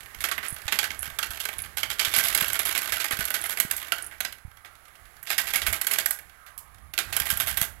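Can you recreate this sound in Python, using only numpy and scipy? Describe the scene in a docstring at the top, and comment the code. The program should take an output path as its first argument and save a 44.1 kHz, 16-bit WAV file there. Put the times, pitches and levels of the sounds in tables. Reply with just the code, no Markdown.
"""Marbles drop and roll down a plastic toy tower, heard close through a hand-held microphone on the right.
Each knock is a burst of noise and short modes in three registers, followed by dying bounces and a jostle.
Between knocks, grains and noise make the rolling, lighter knocks tap the walls, gliding resonances circle
a funnel, high pips are marbles clicking together, and a chain lift ticks. Resonators ring the tower, echoes
and a noise tail make the room; low sine thuds of hand and stand, rumble, air and motor whirr lie beneath."""
import sys
import numpy as np
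from scipy import signal
from scipy.fft import rfft, irfft
from scipy.io import wavfile

SR = 44100
rng = np.random.default_rng(int(sys.argv[2]) if len(sys.argv) > 2 else 0)


def bounce(signal):
    """Save signal as a 16-bit WAV file at the path given by the first command-line argument."""
    frames = np.transpose(np.atleast_2d(signal))
    limited = np.clip(frames, -1, 1)
    pcm = np.round(limited * 32767).astype(np.int16)
    wavfile.write(sys.argv[1], SR, pcm)


N = 343980
TIME = np.arange(N) / SR
RING = TIME[:3072]  # time axis of one short sound
ATTACK = 176  # samples over which a strike's level is set

# Marbles dropping onto plastic, levels before trims; the faint row at 4.648 s is instead a click of the chain
# lift, # a step ahead of its even run: # (time [s], hollow body [dB], clack [dB], bright tick [dB], decay time
# of the bounces [s])
MARBLE_DROPS = [(0.2054, -38, -33.0, -31.5, 0.024), (0.24, -25.5, -22.5, -24.5, 0.013),
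                (0.2869, -29, -34, -32, 0.005), (0.314, -27, -25.0, -29.0, 0.013),
                (0.3792, -28.5, -37, -35, 0.0028), (0.429, -34, -38, -42, 0.065),
                (0.6801, -30.5, -24, -34.5, 0.0062), (0.723, -24, -21.5, -24.5, 0.018),
                (0.7884, -24, -17.5, -21.0, 0.0064), (0.8295, -28, -29, -31, 0.0044),
                (0.8415, -28.5, -26.0, -29, 0.011), (0.905, -31, -31.5, -42, 0.0027),
                (1.0284, -34, -34.5, -30, 0.0062), (1.1874, -28.5, -24.5, -26, 0.0035),
                (1.2286, -28.5, -25, -29.5, 0.0067), (1.306, -41, -38, -33.0, 0.019),
                (1.4012, -38.5, -28, -30.0, 0.018), (1.453, -29.5, -28, -27, 0.0031),
                (1.4877, -31, -32.5, -31.5, 0.004), (1.7706, -31, -26, -26.5, 0.024),
                (1.8313, -26.5, -21.0, -27, 0.0064), (1.902, -31.5, -25.5, -28, 0.02),
                (1.994, -25.5, -19.5, -24.5, 0.025), (2.0488, -29.5, -20, -25.5, 0.014),
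                (2.1385, -28, -19.5, -23.5, 0.028), (2.163, -28.0, -23, -18.0, 0.02),
                (2.1853, -24, -26, -18, 0.004), (2.2376, -31, -25.5, -22, 0.039),
                (2.2831, -40, -24.0, -21, 0.0047), (2.3484, -25.5, -19, -17.5, 0.004),
                (2.3757, -28, -25, -21, 0.0036), (2.4078, -29, -23.5, -22.0, 0.0044),
                (2.482, -45, -31, -23.5, 0.0031), (2.532, -52, -46, -21.5, 0.0062),
                (2.5917, -32.0, -26.0, -19.5, 0.011), (2.6528, -33, -27.5, -23, 0.039),
                (2.7499, -27, -24, -27, 0.021), (2.7758, -26.5, -25.5, -22.0, 0.0081),
                (2.818, -32.5, -31.5, -28.5, 0.019), (2.9218, -27.0, -25, -24.5, 0.016),
                (3.0004, -33.5, -26.5, -29.5, 0.036), (3.043, -29.5, -26.5, -26.0, 0.0059),
                (3.1092, -27, -28.0, -26, 0.016), (3.1892, -33, -30, -29, 0.014),
                (3.207, -29.5, -28, -27.0, 0.0042), (3.253, -41, -34, -22, 0.0045),
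                (3.3041, -29.5, -30, -24, 0.0055), (3.3412, -28, -23.5, -23, 0.018),
                (3.4397, -33, -31, -28, 0.018), (3.4953, -32.5, -29, -25.0, 0.03),
                (3.5723, -30.0, -30.0, -29.0, 0.016), (3.6001, -25.5, -22.5, -15, 0.0078),
                (3.7108, -30.0, -28, -20, 0.0017), (3.7654, -51, -41, -27, 0.016),
                (3.8001, -56, -39, -42.5, 0.0092), (3.9206, -24.5, -19.5, -24.5, 0.0019),
                (4.1116, -42.5, -52, -51, 0.034), (4.205, -27, -27.0, -25.0, 0.0025),
                (4.2491, -30, -25.5, -31.0, 0.0062), (4.3243, -44.0, -39, -38.5, 0.0047),
                (4.6482, -42, -46, -51, 0.016), (5.2283, -48, -60, -35.5, 0.0069),
                (5.2711, -39.0, -33.5, -40.0, 0.033), (5.303, -26.5, -22.0, -24.5, 0.026),
                (5.3802, -24.0, -21.5, -20.5, 0.024), (5.4699, -35.0, -30, -30, 0.064),
                (5.5359, -25, -24.5, -24.0, 0.017), (5.5578, -24.5, -21.5, -20, 0.013),
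                (5.6176, -29.5, -26.0, -30.0, 0.01), (5.6661, -25, -23.0, -21, 0.019),
                (5.7273, -28.5, -28, -23, 0.015), (5.8137, -30.5, -29, -21, 0.0043),
                (5.868, -27.5, -24.0, -20.0, 0.0055), (5.9108, -28.5, -26, -22.5, 0.022),
                (5.9352, -33, -27, -20.0, 0.0035), (5.9853, -27.0, -21, -19, 0.0089),
                (6.0592, -27.0, -28, -16.5, 0.002), (6.108, -31.5, -32, -18.0, 0.0035),
                (6.1884, -44.0, -49, -39, 0.0035), (6.4638, -49, -49.0, -49, 0.03),
                (6.5778, -57, -48, -32.5, 0.012), (6.9369, -37.5, -32.0, -35.0, 0.0029),
                (6.9779, -29, -20.5, -27, 0.0048), (6.9876, -25, -20.5, -23, 0.0088),
                (7.1261, -32.5, -27.0, -30, 0.023), (7.1652, -28.0, -24, -17.5, 0.004),
                (7.1997, -29, -24.0, -21.0, 0.0044), (7.2555, -35, -35, -29.5, 0.051),
                (7.3018, -28.0, -22, -19, 0.016), (7.3726, -36, -39, -22.5, 0.0025),
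                (7.4002, -28.5, -22.5, -20, 0.018), (7.4711, -32.5, -29, -25, 0.093),
                (7.5714, -29, -26, -21.0, 0.014), (7.6137, -27.5, -25, -17.5, 0.018)]
# Body, clack and tick registers of struck plastic: (low edge [Hz], high edge [Hz])
STRIKE_REGISTERS = [(150, 2400), (2400, 9000), (9000, 16000)]
# Relative colour of struck plastic: (frequency [Hz], density [dB per Hz])
PLASTIC_COLOUR = [(150, -18), (400, -16), (680, -10), (950, -10), (1250, -7.5), (1500, 1.5), (1750, -2.5),
                  (2150, 0.5), (3500, -1), (5500, -8), (8000, -8), (9400, -17.5), (11500, -5.5),
                  (13500, -14.5), (15500, -25)]
# The clack leans up or down about this pitch, by a share of the tick's lead over it.
CLACK_SPLIT_HZ, CLACK_TILT = 4500, 0.33
BOUNCES, BOUNCE_GAP_S = 5, .0078  # gap before jitter
BOUNCE_DB = -1  # against the knock, before the decay
ROUGH_TUMBLE_S = 0.027  # bounces decaying this slowly make the landing fully rough
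ROUGH_SOFTER_DB = -1  # a rough landing spreads its force, so its first hit is softer

# How hard the marbles roll, before trims and the dips ahead of knocks: (time [s], level [dB])
ROLL_EFFORT = [(0.0, -47.5), (0.24, -45), (0.39, -41.5), (0.52, -43.5), (0.74, -43.5), (0.82, -43),
               (1.43, -41.5), (1.58, -42.5), (1.8, -49.5), (2.19, -32), (3.48, -38.5), (4.0, -42),
               (4.17, -51.5), (4.36, -58.5), (5.17, -52), (5.32, -53), (5.45, -38.5), (5.8, -40),
               (5.97, -35.5), (6.17, -53), (6.95, -59), (7.15, -34), (7.32, -37.5), (7.49, -42),
               (7.65, -50), (7.8, -56)]
# Relative colour of rolling: (frequency [Hz], density [dB per Hz])
ROLLING_COLOUR = [(150, -21), (400, -9), (700, -10), (1050, -6.5), (1550, -1.5), (1780, 0), (2100, -6),
                  (3000, -9.5), (5500, -13.5), (8000, -11.5), (9400, -14), (11500, -5), (13500, -9.5),
                  (15500, -6.5)]
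ROLL_DB, BUSY_DB = -7, -38.5  # trim of the rolling; level of busy rolling
BRIGHTER_PER_DB = 0.1  # extra treble [dB] per dB above busy; slower rolling is duller
FALL_S, FALL_DB = .03, -6.5  # a falling marble touches nothing: the rolling sinks just before a knock
JOSTLE_DB, JOSTLE_S = -11.5, 0.03  # trim against the knock; shortest decay time, before the tumble adds
TAPS_PER_S, TAPS_THIN_DB_PER_DB = 50, 1.06  # rate at the busy level; slower rolling taps less often
TAP_DB, TAP_SPREAD_DB = 1.5, 4  # trim against the rolling effort; spread to either side

# A marble circling a funnel: (time [s], level [dB], lower resonance [Hz])
FUNNEL_GLIDE = [(4.3, -72, 1483), (4.7, -61.5, 1299), (5.2, -69.5, 1460), (6.2, -73, 1700),
                (6.42, -58, 1383), (6.6, -61.5, 1084), (6.87, -66.5, 1192), (7.0, -86, 1275)]
# Marble on marble: (time [s], level before trims [dB], pitch of first click [Hz], gap between clicks [s])
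MARBLE_CLICKS = [(0.484, -27, 9900, 0.01), (0.527, -33, 10150, 0.0085), (0.9922, -27, 10250, 0.015),
                 (1.5842, -25.5, 10350, .018), (3.4148, -26, 10200, .0245), (4.024, -28, 9700, .0205)]
# Relative strength of the clicks in each run: (level [dB])
CLICK_RUN_DB = [-1, -7, -2.5]
PING_RISE = 0.026  # share of the first pitch added at each later click

# A faint, evenly spaced run of clicks from the chain lift
LIFT_START_S, LIFT_GAP_S, LIFT_CLICKS = 4.753, .1005, 4
# Register levels of a lift click, before the part's own trims: (body, clack, tick [dB])
LIFT_CLICK_DB = [-60, -52.5, -56]

# Sympathetic ringing of the whole tower: (resonance [Hz], relative level [dB])
TOWER_MODES = [(670, -1.5), (1196, -1.5), (1490, -10), (1595, 0), (1975, 2), (2186, 0), (2717, -37)]
TOWER_T60_S = .05
# Decay of the room's tail: (frequency [Hz], time to fall 60 dB [s])
ROOM_DECAY = [(300, 0.62), (1500, 0.37), (4000, 0.28), (11000, 0.21), (16000, 0.27)]

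# Low thuds of the hand on the microphone and of the stand under heavy knocks:
# (time [s], level before trims [dB], pitch [Hz])
LOW_THUDS = [(0.165, -44, 55), (0.525, -33.5, 103), (0.612, -63, 70), (0.655, -36, 67), (1.079, -42, 131),
             (1.124, -46, 60), (1.297, -41.5, 55), (2.075, -40, 89), (2.180, -37, 150), (2.421, -31, 157),
             (3.132, -37.5, 90), (3.192, -31.5, 140), (3.650, -31, 168), (4.450, -34, 75.5),
             (4.478, -43, 80), (5.559, -41, 170), (5.684, -36, 70), (5.722, -38.5, 115), (7.212, -35, 100),
             (7.328, -33.5, 126), (7.617, -32, 126)]
# Shaking of the stand and floor, before trim and waver: (time [s], level [dB])
FLOOR_RUMBLE = [(0, -53), (2.2, -51.5), (5.3, -60.5), (5.7, -42), (5.85, -55.5), (6.35, -60), (6.9, -53),
                (7.6, -43.5), (7.8, -53.5)]
# Relative colour of that shaking: (frequency [Hz], density [dB per Hz])
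FLOOR_COLOUR = [(12, -55), (20, -10), (65, 8.5), (300, -20.5), (390, -30), (660, -120)]
RUMBLE_WAVER_DB = 2.8
# Relative colour of the steady background, air and the lift motor's faint high whirr:
# (frequency [Hz], density [dB per Hz])
BACKGROUND_COLOUR = [(59, 2), (100, -37), (228, -26), (552, -10), (727, -2), (956, -8), (1290, -11),
                     (1880, -21), (2180, -5), (2870, -31), (5400, -57), (9340, -25), (10800, -7),
                     (12300, -25), (15500, -40)]
BACKGROUND_DB = -58.5  # before trims
# Relative hiss of the idle left channel: (frequency [Hz], density [dB per Hz])
HISS_COLOUR = [(70, 2), (400, -11.5), (3000, -16.5), (9000, -30), (15000, -5)]
CUTOFF_HZ = 15800


def from_db(db):
    """Decibels to gain."""
    return 10 ** (np.asarray(db) / 20)


def rms_one(x):
    """Scale to unit rms."""
    return x / np.sqrt(np.mean(x ** 2) + 1e-20)


def in_time(rows):
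    """Draw each column of a curve at every sample."""
    s, *columns = np.transpose(rows)
    return [np.interp(TIME, s, column) for column in columns]


def at_hz(points, hz):
    """Read a table on a log-frequency axis."""
    f, value = np.transpose(points)
    return np.interp(np.log(hz + 1e-9), np.log(f), value)


def band(x, low_hz, high_hz, order=3):
    """Causal band-pass."""
    sos = signal.butter(order, [low_hz, high_hz], "band", fs=SR, output="sos")
    return signal.sosfilt(sos, x + 1e-18)


def coloured(x, spectrum, size=2048):
    """Minimum-phase filter with the given spectrum: nothing sounds early."""
    hz = np.arange(size // 2 + 1) * SR / size
    cepstrum = irfft(np.log(from_db(at_hz(spectrum, hz))))
    cepstrum[1:size // 2] *= 2
    cepstrum[size // 2 + 1:] = 0
    kernel = irfft(np.exp(rfft(cepstrum)))
    kernel = kernel.reshape((1,) * (x.ndim - 1) + (-1,))
    return signal.fftconvolve(x, kernel, axes=-1)[..., :x.shape[-1]]


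def add(out, s, sound):
    """Mix a sound in at time s."""
    at = max(round(s * SR), 0)
    out[at:at + len(sound)] += sound[:N - at]


def drift(per_s):
    """Random wandering with an rms of 1, through the given number of knots per second."""
    knots = rng.standard_normal(int(TIME[-1] * per_s) + 2)
    return rms_one(np.interp(TIME * per_s, np.arange(len(knots)), knots))


def knocks(parts, graze_s, graze_db, jitter):
    """A marble grazes the wall, hits, then tumbles on in uneven, dying bounces, each on another part."""
    out = np.zeros(N)
    chance = rng.random((len(MARBLE_DROPS), BOUNCES + 2))
    for k, (s, *levels_db, tumble_s) in enumerate(MARBLE_DROPS):
        early, graze_force, *uneven = chance[k]
        roughness = min(tumble_s / ROUGH_TUMBLE_S, 1)
        graze = touch(parts[k - 1], levels_db) * from_db(graze_db)
        add(out, s - graze_s * (.5 + early), graze * roughness ** 2 * graze_force)
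        add(out, s, touch(parts[k], levels_db) * from_db(ROUGH_SOFTER_DB * roughness))
        for n, late in enumerate(uneven):
            delay = BOUNCE_GAP_S * (n + 1 + jitter * (late - .5))
            force = from_db(BOUNCE_DB) * np.exp(-delay / tumble_s)
            add(out, s + delay, touch(parts[k - n - 2], levels_db) * force)
    return out


def touch(part, levels_db):
    """One contact excites body, clack and tick; a strong tick tilts the clack brighter, a weak one duller."""
    body, clack, tick = part
    body_db, clack_db, tick_db = levels_db
    lean_db = CLACK_TILT * (tick_db - clack_db)
    low = signal.lfilter(*signal.butter(1, CLACK_SPLIT_HZ, fs=SR), clack)
    clack = from_db(clack_db - lean_db) * low + from_db(clack_db + lean_db) * (clack - low)
    return from_db(body_db) * body + clack + from_db(tick_db) * tick


def plastic_parts():
    """Every part sounds different; the modes of its hollow body ring longest, those of its tick shortest."""
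    low, middle, high = STRIKE_REGISTERS
    body = from_db(-2.5) * strikes(low, crack_s=0.002, chatter_s=.005, ring_s=0.011,
                                   ring_db=-5.5, mode_s=0.011)
    clack = from_db(-4.0) * strikes(middle, crack_s=0.00096, chatter_s=.004, ring_s=0.016,
                                    ring_db=-8.5, mode_s=0.0047)
    tick = from_db(-1.5) * strikes(high, crack_s=0.0014, chatter_s=.0035, ring_s=0.0074,
                                   ring_db=-14.5, mode_s=0.0032)
    return list(zip(body, clack, tick))


def strikes(register, crack_s, chatter_s, ring_s, ring_db, mode_s):
    """One response per part: a marble chatters three times in milliseconds and rings the part's own modes."""
    count = len(MARBLE_DROPS)
    decay = np.exp(-RING / crack_s) + from_db(ring_db) * np.exp(-RING / ring_s)
    for late, force in rng.random((count, 2, 2, 1)).transpose(1, 2, 0, 3):
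        age = RING - chatter_s * late
        decay = decay + (0.5 + 0.58 * force) * (age > 0) * np.exp(-np.abs(age) / crack_s)
    struck = rng.standard_normal((count, len(RING))) * decay
    for hz in rng.uniform(*register, (count, 4)).T:
        mode = np.sin(2 * np.pi * hz[:, None] * RING) * np.exp(-RING / mode_s)
        struck += from_db(-15) * mode
    # each cavity has its own short round trip, which adds a series of broad resonances
    trip_s = rng.uniform(.0003, .0012, (count, 1))
    round_trip = np.exp(-2j * np.pi * np.fft.rfftfreq(len(RING), 1 / SR) * trip_s)
    reflection = rng.choice([-.3, .3], (count, 1))
    struck = irfft(rfft(struck) / (1 - reflection * round_trip))
    struck = band(coloured(struck, PLASTIC_COLOUR), *register)
    return struck / np.sqrt(np.mean(struck[:, :ATTACK] ** 2, axis=1, keepdims=True))


def rattle():
    """Marbles roll over seams and jostle in the chutes: a smooth rub when slow, more clatter when fast."""
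    roll_db = rolling_db() + ROLL_DB
    jostle_body, jostle_bright = jostling(swell_s=.005, bright_db=-5.5)
    bright_roll_db = roll_db + BRIGHTER_PER_DB * (roll_db - BUSY_DB) - 5.0
    # rolling and jostling add as powers
    body_db = 10 * np.log10(from_db(roll_db) ** 2 + jostle_body)
    bright_db = 10 * np.log10(from_db(bright_roll_db) ** 2 + jostle_bright)
    clatter = np.clip((body_db + 54.5) / 18, .1, .9)
    bumpy = clatter * grains(per_s=200, spread_db=8.0, ring_s=0.0048)
    smooth = (1 - clatter) * rng.standard_normal(N)
    contacts = coloured(bumpy + smooth, ROLLING_COLOUR)
    body = from_db(body_db) * rms_one(band(contacts, 120, 6730, order=2))
    bright = from_db(bright_db) * rms_one(band(contacts, 4820, 12260, order=2))
    return body + bright


def rolling_db():
    """Level of the rolling: it sinks while a marble falls and is back as it lands."""
    falling = np.zeros(N)
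    for s, *_ in MARBLE_DROPS:
        fall = slice(int((s - FALL_S) * SR), int(s * SR))
        falling[fall] = np.maximum(falling[fall], 1 - (s - TIME[fall]) / FALL_S)
    return in_time(ROLL_EFFORT)[0] + FALL_DB * falling


def jostling(swell_s, bright_db):
    """Marbles set moving by a knock: the power of a rattle that swells and dies, as body and bright part."""
    body, bright, t = np.zeros(N), np.zeros(N), TIME[:SR // 2]
    for s, body_db, clack_db, tick_db, tumble_s in MARBLE_DROPS:
        swell = 1 - np.exp(-t / swell_s)
        shape = from_db(JOSTLE_DB) * swell * np.exp(-t / (JOSTLE_S + tumble_s / 2))
        add(body, s, (from_db(body_db) * shape) ** 2)
        add(bright, s, (from_db(tick_db + bright_db) * shape) ** 2)
    return body, bright


def grains(per_s, spread_db, ring_s):
    """Tiny uneven contacts, each ringing briefly in one of eight noise responses; rms 1."""
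    sizes = from_db(spread_db * np.minimum(rng.exponential(1, N), 2)) * rng.choice([-1, 1], N)
    clicks = sizes * (rng.random(N) < per_s / SR)
    responses = rng.standard_normal((8, len(RING))) * np.exp(-RING / ring_s)
    part = rng.integers(0, len(responses), N)
    out = np.zeros(N)
    for k, response in enumerate(responses):
        out += signal.oaconvolve(clicks * (part == k), response)[:N]
    return rms_one(out)


def taps(parts, colour_db):
    """Rolling marbles tap the walls at odd moments: the harder they roll, the more often and the louder."""
    out = np.zeros(N)
    roll_db = rolling_db()
    slots = 640  # at most one tap in each
    for k, (late, force, luck) in enumerate(rng.random((slots, 3))):
        at = int((k + late) / slots * N)
        per_s = TAPS_PER_S * from_db(TAPS_THIN_DB_PER_DB * (roll_db[at] - BUSY_DB))
        if luck < per_s * TIME[-1] / slots:
            tap_db = roll_db[at] + TAP_DB + TAP_SPREAD_DB * (2 * force - 1)
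            add(out, at / SR, touch(parts[k % len(parts)], colour_db) * from_db(tap_db))
    return out


def funnel(knots_per_s, upper_ratio, upper_db):
    """Rolling excites two narrow resonances of the bowl that glide as the marble goes round."""
    db, hz = in_time(FUNNEL_GLIDE)
    phase = 2 * np.pi * np.cumsum(hz) / SR

    def resonance(p):
        """A wandering amplitude and phase widen the tone into a narrow band."""
        return drift(knots_per_s) * np.cos(p) + drift(knots_per_s) * np.sin(p)

    low, high = resonance(phase), resonance(upper_ratio * phase)
    return from_db(db) * rms_one(low + from_db(upper_db) * high)


def pings(swell_s, bounce_s, bounce_db):
    """Glass on glass: very high pips rise in pitch, each repeated by quick reflections inside the tube."""
    out = np.zeros(N)
    chances = rng.random((len(MARBLE_CLICKS), len(CLICK_RUN_DB), 6))
    envelope = RING / swell_s * np.exp(1 - RING / swell_s)
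    for (s, db, hz, gap_s), chance in zip(MARBLE_CLICKS, chances):
        for n, click_db in enumerate(CLICK_RUN_DB):
            tone = np.sin(2 * np.pi * hz * (1 + n * PING_RISE) * RING)
            pip = envelope * tone * from_db(db + click_db + 9)
            add(out, s + n * gap_s, pip)
            for late in chance[n]:
                add(out, s + n * gap_s + bounce_s * late, pip * from_db(bounce_db * late))
    return out


def lift(parts):
    """Links of the chain lift click evenly, each with a slightly different sound."""
    out = np.zeros(N)
    for k in range(LIFT_CLICKS):
        add(out, LIFT_START_S + k * LIFT_GAP_S, touch(parts[k], LIFT_CLICK_DB))
    return out


def tower(shake):
    """The joined tubes ring on in their own modes, as two-pole resonators driven by the contacts."""
    out = np.zeros(N)
    r = from_db(-60 / (TOWER_T60_S * SR))  # decay per sample
    for hz, db in TOWER_MODES:
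        w = 2 * np.pi * hz / SR
        feed = [(1 - r * r) / 2, 0, -(1 - r * r) / 2]
        out += from_db(db) * signal.lfilter(feed, [1, -2 * r * np.cos(w), r * r], shake + 1e-18)
    return out


def room(x, gap_s, early_s, early_db, tail_db):
    """Early echoes from the track and furniture, and a diffuse tail dying band by band."""
    t = TIME[:SR * 3 // 4]
    edges = np.geomspace(150, 17000, 9)
    tail = np.zeros(len(t))
    for low, high in zip(edges, edges[1:]):
        t60_s = at_hz(ROOM_DECAY, np.sqrt(low * high))
        tail += band(rng.standard_normal(len(t)), low, high) * from_db(-60 * t / t60_s)
    tail = tail * (1 - np.exp(-t / gap_s))
    echoes = rng.standard_normal(len(t)) * (rng.random(len(t)) < 900 / SR)  # about 900 per second
    early = echoes * np.exp(-t / early_s) * (t > .002)
    response = from_db(early_db) * early / np.linalg.norm(early)
    response += from_db(tail_db) * tail / np.linalg.norm(tail)
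    return signal.fftconvolve(x, response)[:N]


def thuds(cycles, level_db):
    """The hand on the microphone, or the stand under a heavy knock: a low sine under a short, dying swell."""
    out = np.zeros(N)
    for s, db, hz in LOW_THUDS:
        age = RING * hz / cycles
        envelope = age * np.exp(1 - age)
        add(out, s, -from_db(db + level_db) * envelope * np.sin(2 * np.pi * hz * RING))
    return out


def rumble():
    """Shaking of the stand and floor: low noise under a drawn level that wavers by chance."""
    level_db = in_time(FLOOR_RUMBLE)[0] - 2.5 + RUMBLE_WAVER_DB * drift(9.9)
    return from_db(level_db) * steady_noise(FLOOR_COLOUR, size=16384)


def steady_noise(spectrum, size=2048):
    """Noise of one colour; rms 1."""
    return rms_one(coloured(rng.standard_normal(N), spectrum, size))


def scene():
    """Track, room and background on the right; the left holds only a trace of them and a faint hiss."""
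    parts = plastic_parts()
    track = knocks(parts, graze_s=.006, graze_db=-8.5, jitter=.8)
    track += taps(parts, colour_db=[-1.5, 1.5, 0.5]) + lift(parts) + rattle()
    track += funnel(knots_per_s=520, upper_ratio=1.5, upper_db=-11.0)
    ringing = from_db(-2.0) * tower(track)
    track = track + ringing + pings(swell_s=0.00014, bounce_s=0.009, bounce_db=-13)
    heard = track + room(track, gap_s=0.00069, early_s=0.015, early_db=-13.5, tail_db=-10.5)
    background = from_db(BACKGROUND_DB - 4.0) * steady_noise(BACKGROUND_COLOUR)
    heard += rumble() + background + thuds(cycles=0.23, level_db=3.0)
    hiss = from_db(-68) * steady_noise(HISS_COLOUR)
    return np.stack([from_db(-45.0) * heard + hiss, from_db(5.5) * heard])


def record(dry):
    """A steep elliptic low-pass cuts the top."""
    return signal.sosfilt(signal.ellip(10, .2, 80, CUTOFF_HZ, fs=SR, output="sos"), dry)


dry = scene()
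out = record(dry)
bounce(out)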